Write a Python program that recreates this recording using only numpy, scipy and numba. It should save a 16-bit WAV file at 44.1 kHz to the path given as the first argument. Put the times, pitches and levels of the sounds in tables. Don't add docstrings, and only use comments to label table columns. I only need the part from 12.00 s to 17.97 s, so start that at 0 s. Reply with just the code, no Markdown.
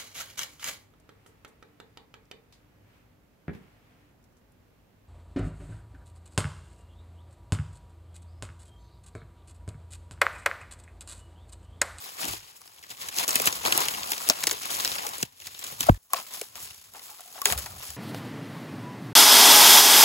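import sys
import numpy as np
from scipy import signal
from scipy.fft import rfft, irfft, next_fast_len
from scipy.io import wavfile
from scipy.ndimage import uniform_filter1d, map_coordinates
from numba import njit

SR = 44100
rng = np.random.default_rng(int(sys.argv[2]) if len(sys.argv) > 2 else 0)


def magnitude_from_level(level_db):
    exponent = np.asarray(level_db, float) / 20
    return 10 ** exponent


def persist_wave(psi):
    counts = np.round(np.clip(psi, -1, 1) * 32767).astype(np.int16)
    wavfile.write(sys.argv[1], SR, np.atleast_2d(counts).T)


N = 263096
CUT_S = 3.976
BASS_LAG = 1.6

# low_hz, high_hz
MATERIAL_BANDS = [(40, 250), (300, 1500), (1800, 6000), (6500, 15500)]
PORT_LAG = [(16.42, 5.1), (5.7, 8.6)]


def colour(table, hz):
    curve_hz, curve_db = np.array(table)[:, 0], np.array(table)[:, 1]
    return np.interp(np.log(np.maximum(hz, 1)), np.log(curve_hz), curve_db)


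def across(hz, centres, columns):
    place = np.interp(np.log(hz), np.log(centres), np.arange(len(centres)))
    return map_coordinates(np.array(columns), [place, np.arange(len(hz))], order=1, mode="nearest")


def walk(rate):
    hold = int(SR / rate)
    levels = rng.standard_normal(N)[:N // hold + 1]
    return uniform_filter1d(np.repeat(levels, hold)[:N], hold // 2)


def slips(rate, fade_s):
    jumps = (rng.random(N) < rate / SR) * rng.exponential(size=N)
    out = signal.lfilter([1], [1, -np.exp(-1 / (fade_s * SR))], jumps)
    return (out - out.mean()) / out.std()


def lag_at(s, chance, lags=PORT_LAG):
    mean, spread = (column[(s > CUT_S) * 1] for column in np.transpose(lags))
    return mean + spread * chance


@njit
def rings(start, lag, hz, t60, left, right):
    out = np.zeros((2, N + 8192))
    for g in range(len(start)):
        pole = np.exp((2j * np.pi * hz[g] - np.log(1000.) / t60[g]) / SR)
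        z, soft = 1 + 0j, 1.
        a = int(start[g])
        b = max(a + int(lag[g]), 0)
        for i in range(min(int(t60[g] * SR * .7), 8000)):
            z *= pole
            soft *= np.exp(-4 * hz[g] / SR)
            out[0, a + i] += left[g] * z.imag * (1 - soft)
            out[1, b + i] += right[g] * z.imag * (1 - soft)
    return out[:, :N]


def swells(table, colours_db, s):
    power = np.zeros((len(colours_db), len(s)))
    peaks = [-1] + [row[0] for row in table] + [99]
    for k, ((peak, db, rise, fall, *_), own_db) in enumerate(zip(table, np.transpose(colours_db))):
        shape_db = db - 20 * np.where(s < peak, (peak - s) / rise, (s - peak) / fall)
        same_scene = (s > CUT_S) == (peak > CUT_S)
        heard = (s > peaks[k]) & (s <= peaks[k + 2]) & same_scene
        power += magnitude_from_level(shape_db + own_db[:, None]) ** 2 * heard
    return power


def litter_db(when):
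    # peak_s, level_db, rise_s per 20 dB, fall_s per 20 dB, weight_on_wood_db
    tugs_near = [(.04, -42, .12, .3, -2), (.225, -33, .08, .22, 0), (.343, -40, .15, .08, -6),
                 (.45, -55, .3, 1.5, -3), (.914, -42, .035, .055, -3), (1.018, -39, .05, .25, -1),
                 (1.185, -33, .09, .2, -3), (1.245, -38, .1, .025, 8), (1.289, -34, .04, .45, 2),
                 (1.469, -29.5, .1, .06, 3), (1.52, -39, .1, .6, 0), (1.656, -32.5, .03, .7, 8),
                 (1.822, -35, .12, .4, 4), (2.127, -40, 2.5, 1.5, 0), (2.307, -38, .15, .3, 3),
                 (2.518, -39, .4, .25, 1), (2.71, -38, .3, .3, -3), (2.764, -34, .1, .15, -4),
                 (2.86, -35, .15, .2, -3), (2.925, -38, .15, .4, -2), (3.057, -42, .3, .2, 7),
                 (3.229, -41.5, .45, .05, -6), (3.412, -50, .08, 1.5, -18), (3.62, -42, .07, .8, -8),
                 (3.716, -43.5, .45, .12, 1), (3.811, -34, .05, .1, -11), (3.887, -41, .08, .045, 7),
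                 (3.965, -57, .15, .2, 1)]
    # peak_s, level_db, rise_s per 20 dB, fall_s per 20 dB,
    # weight_on_wood_db
    tugs_far = [(4.103, -60, .01, .5, 6), (4.14, -48, .012, .5, 11), (4.2, -48, .3, .1, -2),
                (4.345, -43.5, .14, .2, -9), (4.565, -53, .08, .3, 5), (4.642, -48, .2, .33, -12),
                (4.95, -52, .02, .15, 5), (5.049, -55, .2, .3, -14), (5.109, -53, .2, .25, -2),
                (5.25, -53.5, .45, .6, -5), (5.385, -51, .1, .5, 4), (5.468, -33, .03, .45, 1),
                (5.535, -41, .6, .08, 3), (5.585, -42, .05, .15, -2), (5.67, -49, .1, .6, 3),
                (5.871, -43.5, .09, .2, -7)]
    # peak_s, level_db, rise_s per 20 dB, fall_s per 20 dB
    footfalls = [(.225, -44, .05, .6), (.345, -43, .45, .11), (.55, -62, .45, .6), (.918, -55, .1, .1),
                 (1.04, -44, .05, .07), (1.41, -46, .14, .4), (1.668, -41, .17, .2), (2.0, -47, .3, .3),
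                 (2.46, -44, .1, .15), (2.92, -50, .6, .25), (3.12, -52, .15, .3), (3.241, -48, .15, .04),
                 (3.53, -55, .4, .1), (3.72, -42, .07, .2), (3.8, -42, .09, .25), (3.96, -49, .3, .2),
                 (4.62, -56, .45, .45), (4.87, -61, .06, .45), (5.33, -62, .15, .1), (5.52, -38, .045, .2),
                 (5.727, -40, .08, .12), (5.93, -54, .1, .3)]
    # soil_db, twigs_db, leaves_db, needles_db
    still_db = [(-72, -64, -66, -66), (-76, -72, -75, -66)]
    # near_db, far_db
    needles_db = (-1.5, 2.5)

    s = np.arange(0, N / SR + .002, .001)
    tugs = np.vstack([tugs_near, tugs_far])
    weight = tugs[:, 4]
    needles = np.array(needles_db)[(tugs[:, 0] > CUT_S) * 1]
    soil = swells(footfalls, np.zeros((1, len(footfalls))), s)
    dragged = swells(tugs, [weight, 0 * weight, needles], s)
    power = np.vstack([soil, dragged]) + magnitude_from_level(np.array(still_db)[(s > CUT_S) * 1].T) ** 2
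    return [np.interp(when, s, 10 * np.log10(p)) for p in power]


def rustle(cycles=5.88, scatter_db=2.5, patchy_db=1.7, smear_s=.0012, tint_db=4.5, count=9, per_s=3000):
    # pitch_hz, level_db
    litter_tone = [(35, -10.5), (80, 0), (150, -5.5), (330, -14.5), (700, -2), (1100, 2.5), (1550, -2),
                   (3000, 3), (5000, 4.5), (7500, 5.5), (12000, 7), (16500, 6.5)]

    cracks = int(per_s * N / SR)
    when = rng.random(cracks) * N / SR
    size = magnitude_from_level(scatter_db * np.minimum(rng.exponential(size=cracks), 3.0))
    size /= np.sqrt(np.mean(size ** 2))
    place = rng.standard_normal(cracks)
    when, size, place = (np.repeat(v, count) for v in (when, size, place))
    hz = rng.uniform(35, 16800, len(when))
    at = (when * SR).astype(int)

    levels = litter_db(when)
    swell = np.minimum(slips(35., 0.011), 2.2)
    patches = [patchy_db * (swell + 0.79 * slips(40., 0.03) + 0.9 * walk(45.))[at] for _ in levels]
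    low, high = np.transpose(MATERIAL_BANDS)
    share = per_s * count / 16800 * cycles / (4 * np.log(1000)) * np.log(high / low)
    per_ring = [db + patch - 10 * np.log10(p) for db, patch, p in zip(levels, patches, share)]
    size = size * magnitude_from_level(across(hz, np.sqrt(low * high), per_ring) + colour(litter_tone, hz) - 0.62)

    tint = np.cos(2 * np.pi * (1.1 * np.log2(hz) + .6 * walk(18.)[at]))
    size *= magnitude_from_level(tint_db * tint - .5)
    longer = 1 + 1.6 * (hz < 1400)
    size *= longer ** -.5 * rng.choice([-1., 1.], len(when))

    start = np.minimum((when + smear_s * rng.exponential(size=len(when))) * SR, N)
    lag = lag_at(when, place) * np.where(hz < 1000, BASS_LAG, 1)
    time_left = np.where(when < CUT_S, CUT_S - when + .002, 1)
    t60 = np.minimum(longer * cycles / hz, time_left)
    return rings(start, lag, hz, t60, size, size)


def knock_rows():
    # start_s, pitch_hz, level_db, rise_s, ring_out_s
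    wood = [(2.303, 680, -30.5, .0053, .09), (2.513, 430, -32, .0097, .07), (3.04, 850, -35, .02, .069),
            (3.8857, 664, -6, .0078, .0089), (3.885, 1400, -15, .007, .011),
            (3.8935, 1500, -14, .0008, .004), (3.89, 1020, -13, .002, .008), (4.1, 1120, -55, .004, .069),
            (4.134, 1130, -16, .0015, .02), (4.135, 1130, -17, .006, .012), (4.145, 700, -29, .004, .03),
            (4.134, 800, -21, .002, .02), (3.926, 1750, -44, .003, .02), (3.944, 1780, -45, .006, .04),
            (4.137, 545, -34, .0029, .078), (4.172, 1080, -37, .012, .05), (4.158, 1150, -36, .004, .03),
            (4.556, 730, -48.5, .003, .05), (4.945, 813, -38, .004, .07), (5.1, 865, -52, .02, .071),
            (5.195, 740, -53, .011, .11), (5.352, 700, -50, .01, .08), (5.38, 780, -47, .01, .06),
            (5.25, 740, -52, .012, .3), (5.415, 1150, -33, .0061, .058), (5.458, 425, -35, .0091, .2),
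            (5.498, 424, -38, .0028, .042), (5.661, 995, -35, .0018, .03), (5.76, 770, -48, .011, .068)]
    # start_s, first_hz, last_hz, level_db, ring_out_s
    thuds = [(.243, 520, 220, -33, .035), (.278, 450, 240, -34, .03), (.338, 440, 313, -31, .032),
             (1.401, 716, 406, -22, .025), (1.473, 500, 80, -30, .055), (3.2311, 490, 109, -23, .038),
             (3.813, 350, 252, -31.5, .027), (3.8942, 620, 500, -6, .012), (3.8962, 427, 89, -3, .098),
             (3.898, 60.4, 45, -6, .126), (4.417, 603, 400, -33, .03), (4.63, 95, 89, -50, .11),
             (4.71, 95, 80, -54, .15), (5.513, 150, 75.6, -28.5, .16), (5.554, 90, 68, -26, .24),
             (5.701, 130, 93.3, -37, .27), (5.89, 85, 72, -39, .24)]
    wood_sag = .975
    thud_rise_cycles = .75

    return ([(s, hz, hz * wood_sag, db, rise, t60) for s, hz, db, rise, t60 in wood]
            + [(s, hz, last_hz, db, thud_rise_cycles / hz, t60) for s, hz, last_hz, db, t60 in thuds])


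def knocks(glide_s=.0024, rough=.14, rubbed=.5, rough_hz=180.):
    out = np.zeros((2, N + SR))
    t = np.arange(SR // 3) / SR
    uneven = np.r_[walk(rough_hz), np.zeros(SR)]
    for s, first_hz, last_hz, db, rise, t60 in knock_rows():
        a = int(s * SR)
        turns = last_hz * t + (first_hz - last_hz) * glide_s * (1 - np.exp(-t / glide_s))
        contact = np.sin(np.pi / 2 * np.clip(t / rise, 0, 1))
        decay = magnitude_from_level(-60 * np.maximum(t - rise, 0) / t60)
        tone = magnitude_from_level(db) * contact * decay * np.sin(2 * np.pi * turns)
        tone *= 1 + (rough if db > -30 else rubbed) * uneven[a:a + len(t)]
        tone[int((CUT_S - s) * SR) if s < CUT_S else len(t):] = 0
        lag = int(lag_at(np.array(s), 0) * (BASS_LAG if last_hz < 420 else 1))
        out[0, a:a + len(t)] += tone
        out[1, a + lag:a + lag + len(t)] += tone
    return out[:, :N]


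def snap_rows():
    # start_s, level_db, thickness_db,
    # ring_out_ms
    twig_breaks = [(.4033, -47.5, -4.5, 4.5), (.6164, -47, -7, 4.8), (.677, -46.5, -1.5, 3.7),
                   (.8272, -48.5, 2, 13), (.8368, -44, 7.5, 12), (.9035, -39, 2.5, 11),
                   (1.015, -43, -1, 4.2), (1.0858, -32, -3, 8.7), (1.1644, -31.5, -5, 3.2),
                   (1.1718, -34.5, 0, 5.4), (1.1853, -21.5, 1.5, 4.1), (1.2395, -36, -3, 3.6),
                   (1.2792, -21, -13, 5), (1.2911, -17.5, -8, 3.5), (1.307, -24, -9, 6.7),
                   (1.3563, -18, -7, 9.7), (1.4194, -25.4, -11, 6.9), (1.4575, -20.5, -20, 5.6),
                   (1.4637, -29.5, -3.5, 2.1), (1.4721, -15.5, 2, 7), (1.526, -27, -1.5, 6.4),
                   (1.566, -34.5, -11, 3.2), (1.6514, -24, 5, 6), (1.659, -26.5, 3, 11),
                   (1.672, -28, 2, 6.3), (1.7229, -17.5, 1.5, 6.5), (1.7768, -17.5, -6, 4.1),
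                   (1.8548, -27.5, -16, 7),
                   (1.8839, -24, 2, 6), (1.9385, -34, 3, 8.5), (2.1185, -18.5, -4, 3.8),
                  (2.1323, -28, 8, 6.6), (2.179, -32.5, -1.5, 5.4), (2.2889, -10, -22, 1.3),
                  (2.4258, -32, 8.5, 3.1), (2.4346, -25, -1, 4), (2.4697, -16, -5, 6.9),
                  (2.4915, -29, -16, 2.7), (2.4954, -26, 15, 2.9), (2.5113, -22, -4.5, 7.1),
                  (2.6555, -28, -11, 3.6), (2.7047, -30, -9, 6.9), (2.715, -26.5, -20, 3.9),
                  (2.7686, -28, -12, 2.5), (2.7985, -31, 10, 3.8), (2.806, -27, -4, 2.5),
                  (2.8484, -20, -6, 4), (2.8762, -24.5, 0, 2.9), (2.9167, -32, 4.5, 7.2),
                  (3.0897, -33, -9, 7), (3.182, -34.5, -13, 8.9), (3.228, -15, -7, 2.5),
                  (3.2302, -23, 8, 2.5), (3.4009, -44, 0, 5.6), (3.419, -43, 8, 6.2),
                  (3.4698, -37.5, -2, 9.9), (3.5472, -41, 6.5, 5.8), (3.5919, -36.5, -12, 6.7),
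                   (3.807, -20, -5, 4.1), (3.8303, -28, -1.5, 4.4), (3.8683, -31.5, -18, 4.3),
                  (4.1339, -17.5, -9, 4), (4.3373, -36, -5.5, 5.9), (4.4138, -25, -9, 3.7),
                  (4.5549, -40, 1, 6.9), (4.745, -43, -25, 3.2), (4.9368, -45, -20, 6.1),
                  (4.968, -46.5, -16, 6.7), (4.9937, -43, 4, 5.4), (5.2064, -42.5, -13, 8.5),
                  (5.3262, -46, -12, 5), (5.4173, -25.5, -7, 3.9), (5.4556, -14, -2, 5),
                  (5.5236, -18, -4, 2.5), (5.5769, -33, -2, 11), (5.9041, -30, -12, 2.2),
                   (.7834, -50, 8, 4), (.7917, -48, -8, 3), (.9132, -40, 10, 5), (1.2856, -22, -3, 2),
                   (1.3614, -22, 10, 5), (1.4668, -18.5, -8, 2), (1.9464, -29, 10, 4), (2.0321, -31, 2, 4),
                   (2.0596, -35, -15, 3), (2.4381, -21, -3, 4), (2.6325, -32, -2, 3), (2.7372, -33, -5, 3),
                   (2.8552, -26, 12, 6), (3.2116, -36, -8, 3), (3.6672, -37, 0, 4), (3.6753, -39, -8, 3),
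                   (4.1435, -30, 2, 2.5), (5.0805, -48, 10, 2.5), (5.4618, -27, 10, 5), (5.5005, -27, 5, 4),
                   (5.8529, -39, -10, 4)]
    # start_s, level_db, thickness_db, ring_out_ms, body_over_snap_db
    sticks = [
        (.2531, -30, -8, 4, -2),
        (.3342, -31, 14, 2.4, 0),
        (1.3988, -20, -4, 3.5, -5),
        (1.7515, -31.5, -11, 3.6, 2.5),
        (2.2985, -14.5, 1, 8, -10),
        (3.066, -29, -4, 8.7, -8),
        (3.641, -35, -8, 11, -14),
        (3.8931, -25, 8, 3, 12),
        (3.9447, -44, -8, 4, -12),
        (5.6601, -36.5, -3, 10.5, -8),
    ]
    # start_s, level_db, thickness_db, ring_out_ms, body_over_snap_db
    scuffs = [
        (4.9465, -51, 15, 10, 5),
        (5.092, -54, 15, 14, 3),
        (5.192, -53, 12, 8, 3),
        (5.354, -53, 15, 12, 5),
        (5.377, -49, 15, 12, 5),
    ]
    # start_s, pitch_hz
    break_pitches = [(0.2532, 9300), (0.3345, 2710), (0.6773, 6290), (0.8371, 1720), (0.9032, 3230),
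                     (0.9132, 1720), (1.0861, 8350), (1.1849, 6070), (1.2785, 7190), (1.2856, 5040),
                     (1.2911, 7620), (1.3078, 5730), (1.3555, 9350), (1.3616, 2500), (1.3992, 2280),
                     (1.4191, 11280), (1.4578, 9470), (1.472, 1770), (1.5263, 6160), (1.5669, 9950),
                     (1.6519, 3100), (1.7227, 2890), (1.7289, 9600), (1.752, 6590), (1.777, 12450),
                     (1.8566, 3700), (1.8825, 3660), (1.939, 2840), (1.9464, 2670), (2.0321, 5040),
                     (2.1187, 4690), (2.1321, 3570), (2.1799, 5300), (2.2887, 8180), (2.2984, 5430),
                     (2.3034, 1810), (2.4261, 5380), (2.4381, 6330), (2.469, 5340), (2.474, 5040),
                     (2.4917, 5730), (2.4968, 4820), (2.5116, 6980), (2.6325, 6070),
                     (2.6561, 8530), (2.7162, 5640), (2.7685, 10420), (2.7987, 4310), (2.806, 5210),
                  (2.8482, 5940), (2.8552, 4090), (2.8763, 6240), (2.9175, 5470), (3.0675, 2630),
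                  (3.0931, 9690), (3.1804, 9470), (3.2278, 6030), (3.4722, 4480), (3.5917, 7710),
                  (3.6427, 7800), (3.6672, 4820), (3.8077, 4350), (3.8303, 5080), (3.8695, 11200),
                  (3.8933, 1720), (3.9447, 9820), (4.1336, 7670), (4.1389, 7490), (4.4141, 8870),
                  (4.5553, 5080), (4.9375, 9390), (4.995, 4090), (5.2067, 11070), (5.417, 12400),
                  (5.4555, 7410), (5.4618, 3790), (5.5235, 12490), (5.5769, 8870), (5.6596, 1720),
                  (5.9038, 8530)]
    twig_body_db, twig_hz, twig_db_per_octave = -15.5, 4800, 14

    twigs = [tuple(row) + (twig_body_db,) for row in twig_breaks]
    s, db, thick, ms, body = np.transpose([*twigs, *sticks, *scuffs])
    hz = np.clip(twig_hz * 2 ** (-thick / twig_db_per_octave), 2900, 11500)
    known_s, known_hz = np.transpose(break_pitches)
    nearest = abs(s[:, None] - known_s).argmin(axis=1)
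    hz = np.where(abs(s - known_s[nearest]) < .004, known_hz[nearest], hz)
    return np.transpose([s, db + body, db + np.minimum(thick, 0), db - np.maximum(thick, 0), hz, ms / 1000])


def snaps(cycles=9.9, focus_db=6.5, fade_db=18.0, fibres=(18, 80, 100)):
    snap_lag = [(14, 2), (4, 1.5)]
    # from_s, to_s
    ahead = [
        (.39, .7),
        (2.42, 2.65),
        (2.79, 2.853),
        (3.46, 3.48),
        (3.94, 3.96),
    ]
    ahead_lag = 2
    bend_s_per_octave = .0008
    far_body = 2.3

    rows = snap_rows()[:, :, None]
    s, focus_hz, length = rows[:, 0], rows[:, 4], rows[:, 5]
    place = rng.standard_normal(s.shape)
    is_ahead = sum((s > a) & (s < b) for a, b in ahead)
    lag = np.where(is_ahead, ahead_lag + place, lag_at(s, place, snap_lag))
    out = 0
    for band, (low, high) in enumerate(MATERIAL_BANDS[1:]):
        count = int(fibres[band])
        step, late, sign = np.moveaxis(rng.random((len(rows), 3, count)), 1, 0)
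        low = .85 * low * np.where((s > CUT_S) & (band == 0), far_body, 1)
        hz = low + (1.06 * high - low) * (np.arange(count) + step) / count
        late = late ** (1.0 + .006 / length + .4 * band)
        favour_db = focus_db * np.exp(-(np.log(hz / focus_hz) / 0.22) ** 2)
        size = magnitude_from_level(favour_db - fade_db * late) * np.sign(sign - .5)
        energy = (size ** 2 * cycles / hz).sum(axis=1, keepdims=True) / (4 * np.log(1000))
        size *= magnitude_from_level(rows[:, 1 + band] + .75 * band) * np.sqrt(length / energy)
        bend_s = bend_s_per_octave * np.clip(np.log2(8000 / hz), 0, 3)
        start = np.clip((s + 2.2 * length * late + bend_s) * SR, 0, N)
        later = lag * np.where(hz < 500, BASS_LAG, 1)
        out = out + rings(*(v.ravel() for v in (start, later, hz, cycles / hz, size, size)))
    return out


def scene():
    return rustle() + knocks() + snaps()


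def band_limit(x):
    return signal.sosfilt(signal.butter(12, 17140, fs=SR, output="sos"), x)


def record(dry):
    # pitch_hz, level_db
    left_lift = [(60, 0.0), (110, 0.0), (200, 1.0), (380, 2.0), (700, 4.5), (1290, 2.5), (2380, 2.5),
                 (4400, 4.5), (8120, 0.5), (15000, 0.0)]
    # mid_hz, side_hz
    top_hz = (15850, 15150)
    spread_hz, spread_lag, spread_turn = 6200, 10, .25

    size = next_fast_len(N + 64)
    hz = np.arange(size // 2 + 1) * SR / size
    left, right = rfft(dry, size) * hz ** 2 / (hz ** 2 + 60.0 ** 2)
    lift = magnitude_from_level(colour(left_lift, hz) / 2)
    treble = np.clip((hz - spread_hz) / 900. + .5, 0, 1)
    late = -np.exp(1j * spread_turn - 2j * np.pi * hz * spread_lag / SR)
    spread_left = (1 - treble) * left * lift + treble * left * late
    spread_right = (1 - treble) * right / lift + treble * left
    dips = [1 - treble * (1 - np.clip(abs(1 + sign * late) / .7, 0, 1) ** 2.5) for sign in (1, -1)]
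    mid = (spread_left + spread_right) / 2 * dips[0] * np.where(hz > top_hz[0], magnitude_from_level(-27), 1)
    side = (spread_left - spread_right) / 2 * dips[1] * np.where(hz > top_hz[1], magnitude_from_level(-36), 1)
    mix = irfft(np.array([mid + side, mid - side]), size)[:, :N]
    return band_limit(mix)


dry = scene()
out = record(dry)
persist_wave(out)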